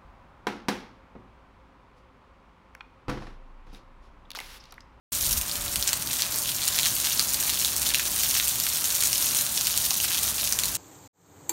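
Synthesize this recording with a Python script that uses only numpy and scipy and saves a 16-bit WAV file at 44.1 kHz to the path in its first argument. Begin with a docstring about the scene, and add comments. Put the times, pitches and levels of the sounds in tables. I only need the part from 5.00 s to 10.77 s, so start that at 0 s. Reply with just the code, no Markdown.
"""Rainwater spills from an overflowing gutter onto wet paving beside a glass door.
Big blobs slap, smaller drops patter in clumps, their spray sizzles; door and wall throw it back.
Bubbles ring in the puddle. Behind: steady rain, far traffic, a faint machine hum,
and two early puffs of wind on the microphone."""
import sys
import numpy as np
from scipy import signal
from scipy.fft import rfft, irfft, next_fast_len
from scipy.io import wavfile
from scipy.ndimage import map_coordinates

SR = 44100
rng = np.random.default_rng(int(sys.argv[2]) if len(sys.argv) > 2 else 0)


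def transcribe(signal):
    """Save signal, clipped to [-1, 1], as a 16-bit WAV file at the path in sys.argv[1]."""
    frames = np.atleast_2d(signal).T
    limited = np.clip(frames, -1, 1)
    pcm = np.round(limited * 32767).astype(np.int16)
    wavfile.write(sys.argv[1], SR, pcm)


N = 254456

# Gutter flow. Each row: time in seconds, relative spray level in dB.
FLOW = [(.13, -30.5), (.34, -29), (.48, -34.5), (.75, -35), (1.05, -32), (1.5, -31.5), (2.0, -29.5),
        (2.4, -29), (3.08, -31), (3.22, -27.5), (3.75, -29), (4.03, -27.5), (4.15, -29), (4.35, -26.5),
        (4.53, -30), (4.75, -29.5), (5.3, -29.5), (5.77, -34)]
# Thick gushes. Each row: centre in seconds, half length in seconds, patter level in dB.
GUSHES = [(0.872, .06, -36), (1.18, 0.077, -33), (1.475, .025, -31), (1.68, 0.084, -30),
          (1.815, .06, -26.5), (2.067, .06, -30), (2.584, 0.15, -33), (2.93, 0.088, -31),
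          (3.223, 0.056, -31.5), (3.36, 0.041, -29.5), (3.8, .17, -36), (4.272, 0.055, -37),
          (4.7, 0.12, -34.5), (5.118, 0.072, -31), (5.412, .03, -33.5)]
# Spectra of finest spray, rain, traffic and wind. Each row: frequency in Hz, relative density in dB.
MIST_SPECTRUM = [(800, -31), (2500, -11), (4500, 4), (6300, 3), (9000, 1), (12500, 2.5), (16000, 2)]
RAIN_SPECTRUM = [(150, -14), (450, -5.5), (650, 0.5), (1000, 1.5), (2000, 0.5), (4000, -5.5), (9000, -7),
                 (16000, -12.5)]
TRAFFIC_SPECTRUM = [(26, -33), (38, -7.5), (60, 0), (85, -5.5), (110, -3), (170, -5), (300, -9), (450, -16),
                    (900, -26.5), (3000, -53)]
WIND_SPECTRUM = [(20, -14), (38, -3), (75, -2), (130, -13), (250, -24), (600, -47)]
# Traffic tones. Each row: centre in seconds, half length in seconds, pitch in Hz, rms level in dB.
DRONES = [(1.7, 0.39, 105, -52), (3.04, 0.59, 66, -50.5), (2.99, 0.11, 360, -54.5), (3.5, 0.21, 117, -52.5),
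          (5.3, 0.33, 67, -50.5)]
# Machine tones. Each row: pitch in Hz, mean rms level in dB, wander in Hz.
HUM_TONES = [(63.7, -64, 3.7), (579.5, -59, 0.92)]
# Biggest blobs. Each row: start in seconds, relative level in dB, nominal band centre in Hz.
BIG_BLOBS = [(.1507, -18, 8400), (.4133, -15.5, 6900), (.556, -19.5, 6840), (.7583, -11, 4900),
             (.8258, -12.5, 4970), (.8762, -10, 5700), (.8912, -13.5, 5540), (.9314, -9, 4900),
             (1.0733, -18, 7100), (1.1312, -16.5, 7500), (1.2212, -10, 6240), (1.3598, -14.5, 10700),
             (1.6792, -8, 9400), (1.7881, -11, 6000), (1.8317, -13, 6000), (1.9658, -17, 5400),
             (2.195, -6, 5430), (2.3443, -15, 6750), (2.4997, -12.5, 5850), (2.6478, -9.5, 5630),
             (2.7644, -13, 9700), (2.8181, -14, 4360), (2.946, -8, 4000), (2.9963, -14.5, 3380),
             (3.399, -12, 4470), (3.6005, -11, 7200), (3.6674, -15, 4550), (4.006, -14, 7500),
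             (4.0248, -11.5, 6950), (4.0364, -9.5, 6500), (4.1304, -11, 7100), (4.1566, -16, 5170),
             (4.3487, -12, 6900), (4.411, -13, 8200), (4.5767, -12.5, 5100), (4.611, -13, 6300),
             (4.6704, -9, 7700), (4.7761, -9.5, 6000), (4.9073, -10.5, 5430), (5.0018, -16.5, 7350),
             (5.4748, -15, 7700), (5.5245, -8, 5900), (5.589, -11, 5700), (5.636, -12.5, 4950),
             (5.6564, -14, 9650), (5.7532, -15, 6200)]
# Single bubbles. Each row: start in seconds, peak level in dB, starting pitch in Hz.
PLOPS = [(0.239, -21, 3600), (0.514, -16.5, 4100), (2.574, -23, 2980), (4.911, -36, 700), (4.914, -30, 975),
         (5.001, -18.5, 2580), (5.421, -41, 530)]
# Wind puffs. Each row: centre in seconds, half length in seconds, level in dB.
PUFFS = [(0.332, 0.082, -35.5), (0.708, .13, -43.5)]
# Door and wall echoes. Each row: mean delay in seconds, gain in dB.
ECHOES = [(.0064, -12.5), (.0078, -10), (0.0124, -35)]
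# Dips in the microphone's response. Each row: centre in Hz, width in Hz, depth in dB.
MIC_DIPS = [(2030, 260, 2), (4940, 274, 3), (7780, 250, 3), (10390, 305, 4)]

USUAL_FLOW_DB, PATTER_DB, PATTER_DB_PER_FLOW_DB = -29.5, -38.7, 1.2
BLOB_BOOST_DB, BLOB_SCATTER_DB, BLOB_NOMINAL_HZ, BLOB_LOG_SPREAD = 12, 1.2, 6900, 0.19
CROWN_DB, CROWN_DECAY_S = -16.5, 0.0058
MIC_OPEN_S, MIC_TOP_HZ = .12, 15800


def amp(db):
    """Decibels to gain."""
    return 10 ** (np.asarray(db) / 20)


def unit(x):
    """Scale to rms 1."""
    return x / np.sqrt(np.mean(x ** 2) + 1e-20)


def wobble(rate_hz):
    """Smooth random curve."""
    knots = rng.standard_normal(int(N * rate_hz / SR) + 4)
    return map_coordinates(knots, [np.arange(N) * rate_hz / SR])


def swell(centre_s, half_s):
    """Flat-topped rise and fall in gain."""
    return np.exp(-.5 * ((np.arange(N) / SR - centre_s) / half_s) ** 4)


def filtered(x, response):
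    """Apply a gain given as a function of Hz."""
    size = next_fast_len(N + SR // 4)
    return irfft(rfft(x, size) * response(np.fft.rfftfreq(size, 1 / SR)), size)[:N]


def noise(spectrum):
    """Shaped noise, rms 1."""
    knots_hz, db = np.transpose(spectrum)
    response = lambda hz: amp(np.interp(np.log(hz + 1), np.log(knots_hz), db))
    return unit(filtered(rng.standard_normal(N), response))


def tone(hz, wander_hz):
    """Wavering sine, rms 1."""
    return np.sqrt(2) * np.sin(2 * np.pi * np.cumsum(hz + wander_hz * wobble(14)) / SR)


def place(starts_s, sounds):
    """Sum one sound per row, each at its start."""
    at = np.round(np.abs(starts_s) * SR).astype(int)[:, None] + np.arange(sounds.shape[1])
    return np.bincount(at.ravel(), sounds.ravel(), N)[:N]


def flow_db(times_s):
    """Gutter flow, as relative spray level."""
    return np.interp(times_s, *np.transpose(FLOW))


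def pour():
    """Heavy-drop gain: grows faster than the flow; each gush adds its power."""
    steady = amp(PATTER_DB + PATTER_DB_PER_FLOW_DB * (flow_db(np.arange(N) / SR) - USUAL_FLOW_DB))
    gush_power = sum((amp(db) * swell(centre_s, half_s)) ** 2 for centre_s, half_s, db in GUSHES)
    return np.sqrt(steady ** 2 + gush_power)


def impacts(centre_hz, decay_s, width, snap, size=256):
    """Water on stone: pressure spike plus tearing burst, in a band set by drop size."""
    t = np.arange(size) / SR
    shape = np.exp(0.19 * rng.standard_normal((len(centre_hz), 2)))  # no two drops flatten alike
    burst = rng.standard_normal((len(centre_hz), size)) * np.exp(-t / (decay_s * shape[:, :1]))
    burst[:, 0] += snap
    ratio = np.fft.rfftfreq(size, 1 / SR) / centre_hz[:, None]
    band = 1j * ratio / (1 - ratio ** 2 + 1j * ratio * width * shape[:, 1:])
    radiation = 1j * ratio / (0.29 + 1j * ratio)  # small source, little bass
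    hits = irfft(rfft(burst) * band * radiation, size)
    return hits / np.linalg.norm(hits, axis=1, keepdims=True) * np.sqrt(SR / 1000)  # 1 ms at rms 1


def shower(count, centre_hz, log_spread, range_db, decay_s, width, snap):
    """Random drops, the bigger ones louder and duller; rms 1."""
    when, bigness = rng.random((count, 2)).T
    hz = centre_hz * np.exp(log_spread * (rng.standard_normal(count) - bigness + .5))
    drops = amp(range_db * bigness ** 2)[:, None] * impacts(hz, decay_s, width, snap)
    return unit(place(when * N / SR, drops))


def splatter():
    """The broken stream lands in clumps: drops patter, thrown droplets sizzle."""
    spray_db = flow_db(np.arange(N) / SR) + 0.5 * wobble(14)
    clumps = wobble(65)
    patter = shower(count=1500, centre_hz=4350, log_spread=0.22, range_db=8.5,
                    decay_s=0.00053, width=0.75, snap=1.15)
    spray = shower(count=6500, centre_hz=9450, log_spread=0.27, range_db=15.5,
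                   decay_s=0.0003, width=0.44, snap=1.43)
    sizzle = spray + amp(-3.5) * noise(MIST_SPECTRUM)
    return pour() * amp(1.7 * clumps) * patter + amp(spray_db - 0.5 + 2.04 * clumps) * sizzle


def rain():
    """Steady hiss of rain on hedges."""
    return amp(-40 + 0.83 * wobble(6.6)) * noise(RAIN_SPECTRUM)


def traffic():
    """Far rumble; low tones swell and fade in it."""
    rumble = amp(-46.5 + 0.81 * wobble(10)) * noise(TRAFFIC_SPECTRUM)
    return rumble + sum(amp(db) * swell(centre_s, half_s) * tone(hz, wander_hz=1.58)
                        for centre_s, half_s, hz, db in DRONES)


def machine_hum():
    """Distant machine, wavering in pitch and level."""
    return sum(amp(db + 2.4 * wobble(6)) * tone(hz, wander_hz) for hz, db, wander_hz in HUM_TONES)


def lesser_blobs(count=56):
    """Blobs tear off the gutter's lip at loose intervals, bigger with more flow. 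Rows as BIG_BLOBS."""
    starts_s = (np.arange(count) + rng.random(count)) / count * N / SR
    weight, pitch = rng.standard_normal((count, 2)).T
    db = flow_db(starts_s) + BLOB_BOOST_DB + BLOB_SCATTER_DB * np.minimum(weight, 1)
    return np.column_stack([starts_s, db, BLOB_NOMINAL_HZ * np.exp(BLOB_LOG_SPREAD * pitch)])


def slaps():
    """Each blob cracks on the paving; its crown of droplets falls back."""
    starts_s, db, nominal_hz = np.vstack([BIG_BLOBS, lesser_blobs()]).T
    cracks = amp(db - 1.6)[:, None] * impacts(nominal_hz * .85, decay_s=.0006, width=.92, snap=1.6)
    t = np.arange(SR // 20) / SR
    crown_gain = place(starts_s, amp(db + CROWN_DB)[:, None] * np.exp(-t / CROWN_DECAY_S))
    droplets = shower(count=4000, centre_hz=5760, log_spread=0.25, range_db=8,
                      decay_s=0.00036, width=0.69, snap=0.69)
    return place(starts_s, cracks) + crown_gain * droplets


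def bubbles(db, hz, rise_cycles, glide, size=1600):
    """Bubbles ring briefly, rising in pitch as they reach the surface."""
    t = np.arange(size) / SR
    age = t * hz[:, None] / rise_cycles
    phase = 2 * np.pi * hz[:, None] * t * (1 + glide * np.minimum(age, 10) / 2)
    return amp(db)[:, None] * age * np.exp(1 - age) * np.sin(phase)


def puddle(count=240):
    """A few plops among many small bubbles; the small ones grow louder with the flow."""
    starts_s, db, hz = np.transpose(PLOPS)
    plops = place(starts_s, bubbles(db, hz, rise_cycles=2.1, glide=0.087))
    when, pitch, size = rng.random((count, 3)).T
    small = bubbles(db=-16 + 13 * pitch + 10 * size ** 2, hz=1700 * 4 ** pitch, rise_cycles=2, glide=.04)
    return plops + amp(-4) * pour() * place(when * N / SR, small)


def wind():
    """Fluttering puffs buffet the microphone."""
    puffs = sum(amp(db) * swell(centre_s, half_s) for centre_s, half_s, db in PUFFS)
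    return puffs * amp(2.3 * wobble(24.4)) * noise(WIND_SPECTRUM)


def yard(x, rt60_s=0.33, block=4096):
    """Door and wall echoes, plus a short, smooth diffuse tail, drawn afresh for each block."""
    t = np.arange(SR // 5) / SR
    blocks = np.pad(x, (0, -N % block)).reshape(-1, block)
    envelope = amp(-60 * t / rt60_s) * (1 - np.exp(-t / 0.00067))
    tails = rng.standard_normal((len(blocks), len(t))) * envelope
    wet = signal.fftconvolve(blocks, tails / np.linalg.norm(tails[0]), axes=1)
    out = x + amp(-8.5) * place(np.arange(len(blocks)) * block / SR, wet)
    for delay_s, db in ECHOES:
        lag = np.round((delay_s + .0004 * wobble(25)) * SR).astype(int)  # the stream sways
        out += amp(db) * x[np.clip(np.arange(N) - lag, 0, N - 1)]
    return out


def scene():
    """The overflow in its yard, over the background; mono."""
    overflow = yard(slaps() + splatter() + puddle())
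    return (overflow + rain() + traffic() + machine_hum() + wind())[None]


def record(dry):
    """Microphone: opens just after the start, notches the treble, rounds peaks, limits the band."""
    def dips(hz):
        return amp(-sum(db * np.exp(-.5 * ((hz - centre_hz) / width_hz) ** 2)
                        for centre_hz, width_hz, db in MIC_DIPS))
    live = filtered(dry[0], dips) * (np.arange(N) / SR >= MIC_OPEN_S)
    rounded = live / (1 + (live / .85) ** 4) ** .25
    return filtered(rounded, lambda hz: np.clip((MIC_TOP_HZ - hz) / 200 + .5, 0, 1))[None]


dry = scene()
out = record(dry)
transcribe(out)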